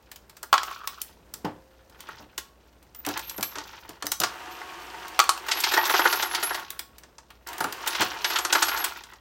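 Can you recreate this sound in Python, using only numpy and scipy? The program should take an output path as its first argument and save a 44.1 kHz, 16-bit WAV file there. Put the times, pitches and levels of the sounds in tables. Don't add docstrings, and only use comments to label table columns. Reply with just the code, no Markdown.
import sys
import numpy as np
from scipy import signal
from scipy.fft import rfft, irfft, next_fast_len
from scipy.io import wavfile
from scipy.ndimage import uniform_filter1d, map_coordinates

SR = 44100
rng = np.random.default_rng(int(sys.argv[2]) if len(sys.argv) > 2 else 0)


def to_wav(sig):
    pcm = np.clip(np.atleast_2d(sig), -1, 1) * 32767
    pcm = np.round(pcm).astype(np.int16)
    wavfile.write(sys.argv[1], SR, pcm.T)


N = 406137

# pitch_hz, level_db, t60_s
BIN_MODES = [(870, -10, .025), (1000, -5, .03), (1110, 0, .035), (1292, -3, .03)]
# centre_hz, width_hz, level_db
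BOWL_MODES = [(350, 58, -3.5), (735, 31, 0.5), (933, 47, -1), (1103, 4, 7), (1200, 7.4, 4.5),
              (1570, 590, -10), (2860, 670, -9.5), (4340, 6100, -22.5)]
# centre_hz, width_hz, level_db
PILE_MODES = [(347.8, 30, -2.5), (894, 157, 2), (1102, 356, -2), (1428, 220, 0.5), (1980, 384, -6.5)]
# start_s, end_s, level_db
FEEDER_RUNS = [(4.253, 6.652, -43), (7.465, 8.924, -41.5)]
# start_s, end_s
BIN_DROPS = [(.52, 1.0), (5.18, 5.4)]


def amp(db):
    return 10 ** (np.asarray(db) / 20)


def unit_rms(x):
    return x / np.sqrt(np.mean(x ** 2) + 1e-20)


def log_interp(points, hz):
    points_hz, values = np.transpose(points)
    return np.interp(np.log(hz + 1), np.log(points_hz + 1), values)


def wobble(rate_hz):
    knots = rng.standard_normal(int(N * rate_hz / SR) + 4)
    return map_coordinates(knots, [np.arange(N) * rate_hz / SR])


def filtered(x, response):
    size = next_fast_len(N + SR // 2)
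    return irfft(rfft(x, size) * response(np.fft.rfftfreq(size, 1 / SR)), size)[..., :N]


def band(x, lo_hz, hi_hz):
    sos = signal.butter(2, [lo_hz, min(hi_hz, .45 * SR)], "bandpass", fs=SR, output="sos")
    return signal.sosfilt(sos, x)


def resonances(modes):
    return lambda hz: sum((-1) ** k * amp(db) * 1j * hz * width / (centre**2 - hz**2 + 1j * hz * width)
                          for k, (centre, width, db) in enumerate(modes))


def add(track, start_s, sound):
    part = track[round(start_s * SR):][:len(sound)]
    part += sound[:len(part)]


def room_tone():
    # freq_hz, relative_db
    air_spectrum = [(25, -20), (64, -1.5), (100, -10), (540, -12.5), (900, -17), (3000, -31), (16000, -38)]
    air = unit_rms(filtered(rng.standard_normal(N), lambda hz: amp(log_interp(air_spectrum, hz))))
    hum = np.sin(2 * np.pi * 59.5 * np.arange(N) / SR + 0.39 * wobble(2.8))
    return amp(-59 + 1.5 * wobble(4)) * air + amp(-61.5) * hum


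def contacts():
    # start_s, level_db, optional knock_db and sizzle_db (offsets to level_db)
    hits = [(0.1148, -28), (0.159, -34), (0.295, -34), (0.367, -33.5), (0.429, -31, 4.5, 6.5),
            (0.5285, -6.5, 0.5, -15), (0.5395, -9, 2, -25), (0.5791, -12, -10, -30), (0.632, -20),
            (0.7123, -29.5), (0.8739, -20, -8.5, -5.5), (1.0159, -45, -11, 23), (1.3383, -27.5),
            (1.4473, -24, -16, -11.5), (1.896, -41.5), (2.0046, -32), (2.086, -29, 3, -12), (2.378, -14),
            (2.826, -42), (2.947, -33), (3.0492, -20, -26, -13), (3.0638, -22), (3.087, -23), (3.175, -26),
            (3.192, -24), (3.2954, -24, -21, 1), (3.3792, -27), (3.409, -30), (3.4271, -12.5), (3.555, -22),
            (3.583, -19.5), (3.8915, -34), (4.024, -23, 0, -32), (4.055, -28), (4.0669, -20),
            (4.117, -10.5), (4.201, -17), (4.215, -14, -4, -15), (4.2346, -3, -7, -16), (5.081, -33),
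            (5.191, -7, 0, -13), (5.1998, -7, 0, -20), (5.24, -20), (5.292, -7.5, -5, -28), (5.376, -27),
            (5.4832, -15), (5.513, -5.5, -22, -34.5), (5.57, -15, -18, -30), (5.601, -22, -14, 0),
            (5.6359, -7.5, -16, -18.5), (5.716, -14), (5.735, -9), (5.773, -18, 10, -18.5), (5.852, -16),
            (5.894, -11), (5.938, -13.5, 6, -28), (5.99, -18.5, 9, -19), (6.052, -22, 15, -13.5),
            (6.125, -11), (6.223, -14), (6.3465, -12.5, -15, -17), (6.426, -14), (6.505, -26, 10, -18),
            (6.544, -16), (6.7036, -25), (6.7919, -19), (6.982, -34, -35, -0.5), (7.0335, -35),
            (7.1825, -34), (7.303, -30, -8, -12), (7.472, -31), (7.486, -27), (7.53, -25), (7.581, -26),
            (7.6042, -16, 2, -2), (7.641, -20, 5, -7), (7.724, -21), (7.86, -23), (7.873, -12, -14, -4),
            (7.95, -19, -14, -25), (8.006, -14), (8.0162, -13.5), (8.2439, -7, -11.5, -35), (8.299, -18),
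            (8.3563, -5.5, -19, -32), (8.385, -13), (8.4485, -11), (8.525, -8), (8.549, -11, 2, -18),
            (8.622, -9), (8.6809, -13.5), (8.772, -21), (8.8406, -12, -11.5, -3.5), (9.0362, -30, -12, -16),
            (9.134, -38, 4, -16)]
    # start_s, end_s
    handling = [(3.5, 3.8), (7, 7.4)]
    steel_db, loose_db, held_db = (-11, -2), (-4, -14), (-4, -32)
    clink_t60_s = .022
    click, sizzle, wall, pile = np.zeros((4, N))
    t = np.arange(SR // 10) / SR
    for start_s, db, *colour_db in hits:
        feeding = any(on < start_s < off for on, off, _ in FEEDER_RUNS)
        rattle_db = 20 * np.log10(rattle_gains(start_s)[0])
        spread = feeding * np.clip((rattle_db + 44) / 8, 0, 1)
        in_bin = any(on < start_s < off for on, off in BIN_DROPS)
        held = any(on < start_s < off for on, off in handling)
        default_db = held_db if held else loose_db if in_bin or spread else steel_db
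        knock_db, sizzle_db = colour_db or default_db
        softness, size = rng.random(), np.exp(rng.normal(0, .25))
        rise_s = 0.00054 + (0 if in_bin else 0.0035 * softness + 0.003 * spread)
        rise = 1 - np.exp(-t / rise_s)
        blow, settling = amp(-60 * t / (0.014 + 0.04 * spread)), amp(-11 - 60 * t / 0.07)
        snap = rise * (blow + settling)
        shove = (1 - np.exp(-t / 0.0036)) * amp(-60 * t / (0.038 + 0.025 * spread))
        click_noise, sizzle_noise, pile_noise = rng.standard_normal((3, len(t))) * [snap, snap, shove]
        add(click, start_s, amp(db + 3) * band(click_noise, 1600 / size, 5400 / size))
        for hz in 1500 * 5 ** rng.random(4):
            clink = amp(db + rng.normal(-15, 3) - 60 * t / clink_t60_s) * rise
            add(click, start_s, clink * np.sin(2 * np.pi * hz * t))
        add(sizzle, start_s, amp(db + sizzle_db + 8) * sizzle_noise * snap ** .4)
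        detune, wall_gain, pile_gain = (.02, 1, .3) if in_bin else (.1, .4, 1)
        wall_ring = sum(amp(mode_db + rng.normal(0, 2) - 60 * t / t60_s)
                        * np.sin(2 * np.pi * hz * rng.normal(1, detune) * t)
                        for hz, mode_db, t60_s in BIN_MODES)
        add(wall, start_s, amp(db + knock_db + 1.5) * wall_gain * rise * wall_ring)
        add(pile, start_s, amp(db + knock_db + 15) * pile_gain * pile_noise)
    hollow = filtered(pile, lambda hz: resonances(PILE_MODES)(hz) + .5 * resonances(BOWL_MODES)(hz))
    return click + band(sizzle, 4300, 22000) + band(wall + hollow, 330, 2700)


def rattle_gains(t):
    # start_s, climax_s, end_s, climax_db
    bouts = [(0.553, 0.62, 1.0, -42), (1.935, 2.096, 2.3, -50), (3.065, 3.1, 3.3, -37),
             (3.42, 3.57, 3.95, -45), (5.471, 5.965, 6.55, -27), (7.832, 8.013, 8.166, -30),
             (8.227, 8.383, 8.385, -29), (8.494, 8.611, 8.92, -29)]
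    swell_db, onset_db_per_s, settle_db_per_s = 12.5, 300.5, 81.5
    rest_db, feeding_db = -70, -48.5
    feeding = sum((on < t) & (t < off) for on, off, _ in FEEDER_RUNS) * amp(feeding_db)
    body, rustle = amp(rest_db) + feeding, amp(rest_db) + feeding * amp(-5.5)
    for start_s, climax_s, end_s, climax_db in bouts:
        shape_db = np.interp(t, [start_s - 1, start_s, climax_s, end_s, end_s + 1],
                             [-onset_db_per_s, 0, swell_db, 0, -settle_db_per_s])
        gain = amp(climax_db - swell_db + shape_db)
        body, rustle = np.hypot(body, gain), np.hypot(rustle, gain * amp(-2))
    return body, rustle


def tumbling():
    # freq_hz, relative_db
    rustle_spectrum = [(1500, -27.5), (2500, -1.5), (6100, -5.5), (8500, -21), (16000, -11)]
    pieces_hz = np.array([[2400], [5000], [11500]])
    t = np.arange(N) / SR
    body_gain, rustle_gain = rattle_gains(t)
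    taps_per_s = np.array([[70], [45], [45], [45]])
    sliding, tap_decay_s = .23, .005
    taps = (rng.random((4, N)) < taps_per_s / SR) * amp(2.5 * rng.exponential(size=(4, N)).clip(0, 2))
    taps[1] += .5 * taps[0]
    envelopes = sliding + signal.lfilter([1], [1, -np.exp(-1 / (tap_decay_s * SR))], taps)
    knocks, *clicks = envelopes * rng.standard_normal((4, N))
    pile = unit_rms(band(filtered(knocks, resonances(PILE_MODES)), 240, 4020))
    wall = unit_rms(filtered(knocks, resonances([(hz, 13 / t60_s, db) for hz, db, t60_s in BIN_MODES])))
    in_bin = sum((on < t) & (t < off) for on, off in BIN_DROPS)
    body = np.where(in_bin, wall + .6 * pile, pile)
    rustles = filtered(np.array(clicks), lambda hz: amp(log_interp(rustle_spectrum, hz)
                                                        - 9 * np.log2((hz + 1) / pieces_hz) ** 2))
    return body_gain * body + rustle_gain * unit_rms(rustles.sum(axis=0))


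def case_pings():
    # start_s, pitch_hz, level_db
    pings = [(1.018, 10231, -46), (3.429, 12724, -29), (4.067, 6054, -39), (4.12, 6054, -37),
             (4.51, 13370, -47), (6.428, 12038, -36), (6.432, 11256, -21), (7.605, 10714, -36),
             (7.875, 10707, -32)]
    rise_s, t60_s = 0.002, 0.32
    out, t = np.zeros(N), np.arange(SR // 2) / SR
    for start_s, hz, db in pings:
        envelope = amp(db - 60 * t / t60_s) * (1 - np.exp(-t / rise_s))
        add(out, start_s, envelope * np.sin(2 * np.pi * hz * t))
    return out


def lever_thuds():
    # start_s, level_db
    thuds = [(1.445, -23), (2.197, -41), (3.068, -24.5), (3.383, -29), (3.567, -36), (3.89, -39),
             (4.039, -35), (4.203, -28), (7.604, -31), (7.645, -30), (7.996, -23)]
    # pitch_hz, level_db, t60_s
    bench_modes = [(105, -18, .3), (305, -6, .2), (528, -33, 2.5)]
    puffs, bench = np.zeros((2, N))
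    t = np.arange(SR) / SR
    for start_s, db in thuds:
        envelope = amp(db + 11 - 60 * t / 0.2) * (1 - np.exp(-t / 0.001))
        add(puffs, start_s, envelope * rng.standard_normal(len(t)))
        boom = sum(amp(rng.normal(mode_db, 2) - 60 * t / t60_s)
                   * np.sin(2 * np.pi * hz * rng.normal(1, .007 / t60_s) * t)
                   for hz, mode_db, t60_s in bench_modes)
        add(bench, start_s, amp(db) * (1 - np.exp(-t / 0.0015)) * boom)
    return band(puffs, 173, 980) + bench


def jostling_brass():
    # start_s, end_s, pitch_hz, level_db
    tones = [(2.96, 3.045, 14800, -42), (3.2, 3.42, 12722, -42), (5.501, 6.3, 11465, -37),
             (5.72, 6.3, 11948, -38), (5.86, 6.4, 11170, -39), (8.24, 8.5, 11480, -38),
             (8.52, 8.86, 11440, -34)]
    strikes_per_s, decay_s, fade_s = 220, .024, 0.034
    out, t = np.zeros(N), np.arange(N) / SR
    drift_hz = 70 * wobble(150)
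    for start_s, end_s, hz, db in tones:
        span = slice(round(start_s * SR), round(end_s * SR))
        n = len(t[span])
        strikes = (rng.random(n) < strikes_per_s / SR) * rng.normal(.25, .6, n)
        strikes[0] = 1
        ring = signal.lfilter([1], [1, -np.exp(-1 / (decay_s * SR))], strikes)
        envelope = unit_rms(uniform_filter1d(ring, size=30)) * np.clip((end_s - t[span]) / fade_s, 0, 1)
        pitch_hz = hz + np.roll(drift_hz, rng.integers(N))[span]
        add(out, start_s, amp(db) * envelope * np.sin(2 * np.pi * np.cumsum(pitch_hz) / SR))
    return out


def feeder_whir():
    t, ramp_s = np.arange(N) / SR, 0.037
    gain = sum(amp(db) * np.clip(np.minimum(t - on, off - t) / ramp_s, 0, 1)
               for on, off, db in FEEDER_RUNS)
    return gain * unit_rms(band(filtered(rng.standard_normal(N), resonances(BOWL_MODES)), 220, 16000))


def workshop_reverb(x):
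    # freq_hz, t60_s
    decay = [(500, 0.29), (10000, 0.23)]
    hz, t, noise = signal.stft(rng.standard_normal(SR // 2), SR, nperseg=256)
    tail = signal.istft(noise * amp(-60 * t / log_interp(decay, hz)[:, None]), SR, nperseg=256)[1]
    delayed = np.pad(x, (150, 0))
    return signal.fftconvolve(delayed, tail / np.linalg.norm(tail))[:N]


def scene():
    blows = contacts() + lever_thuds() + tumbling()
    reverb = amp(-9) * workshop_reverb(blows)
    return (blows + reverb + feeder_whir() + jostling_brass() + case_pings() + room_tone())[None]


def record(dry):
    ceiling, dip_hz, dip_width_hz, top_hz = .95, 10300, 800, 15900
    rounded = dry / (1 + np.abs(dry / ceiling) ** 6) ** (1 / 6)
    return filtered(rounded,
                    lambda hz: (hz < top_hz) * (1 - .5 * np.exp(-((hz - dip_hz) / dip_width_hz) ** 2)))


dry = scene()
out = record(dry)
to_wav(out)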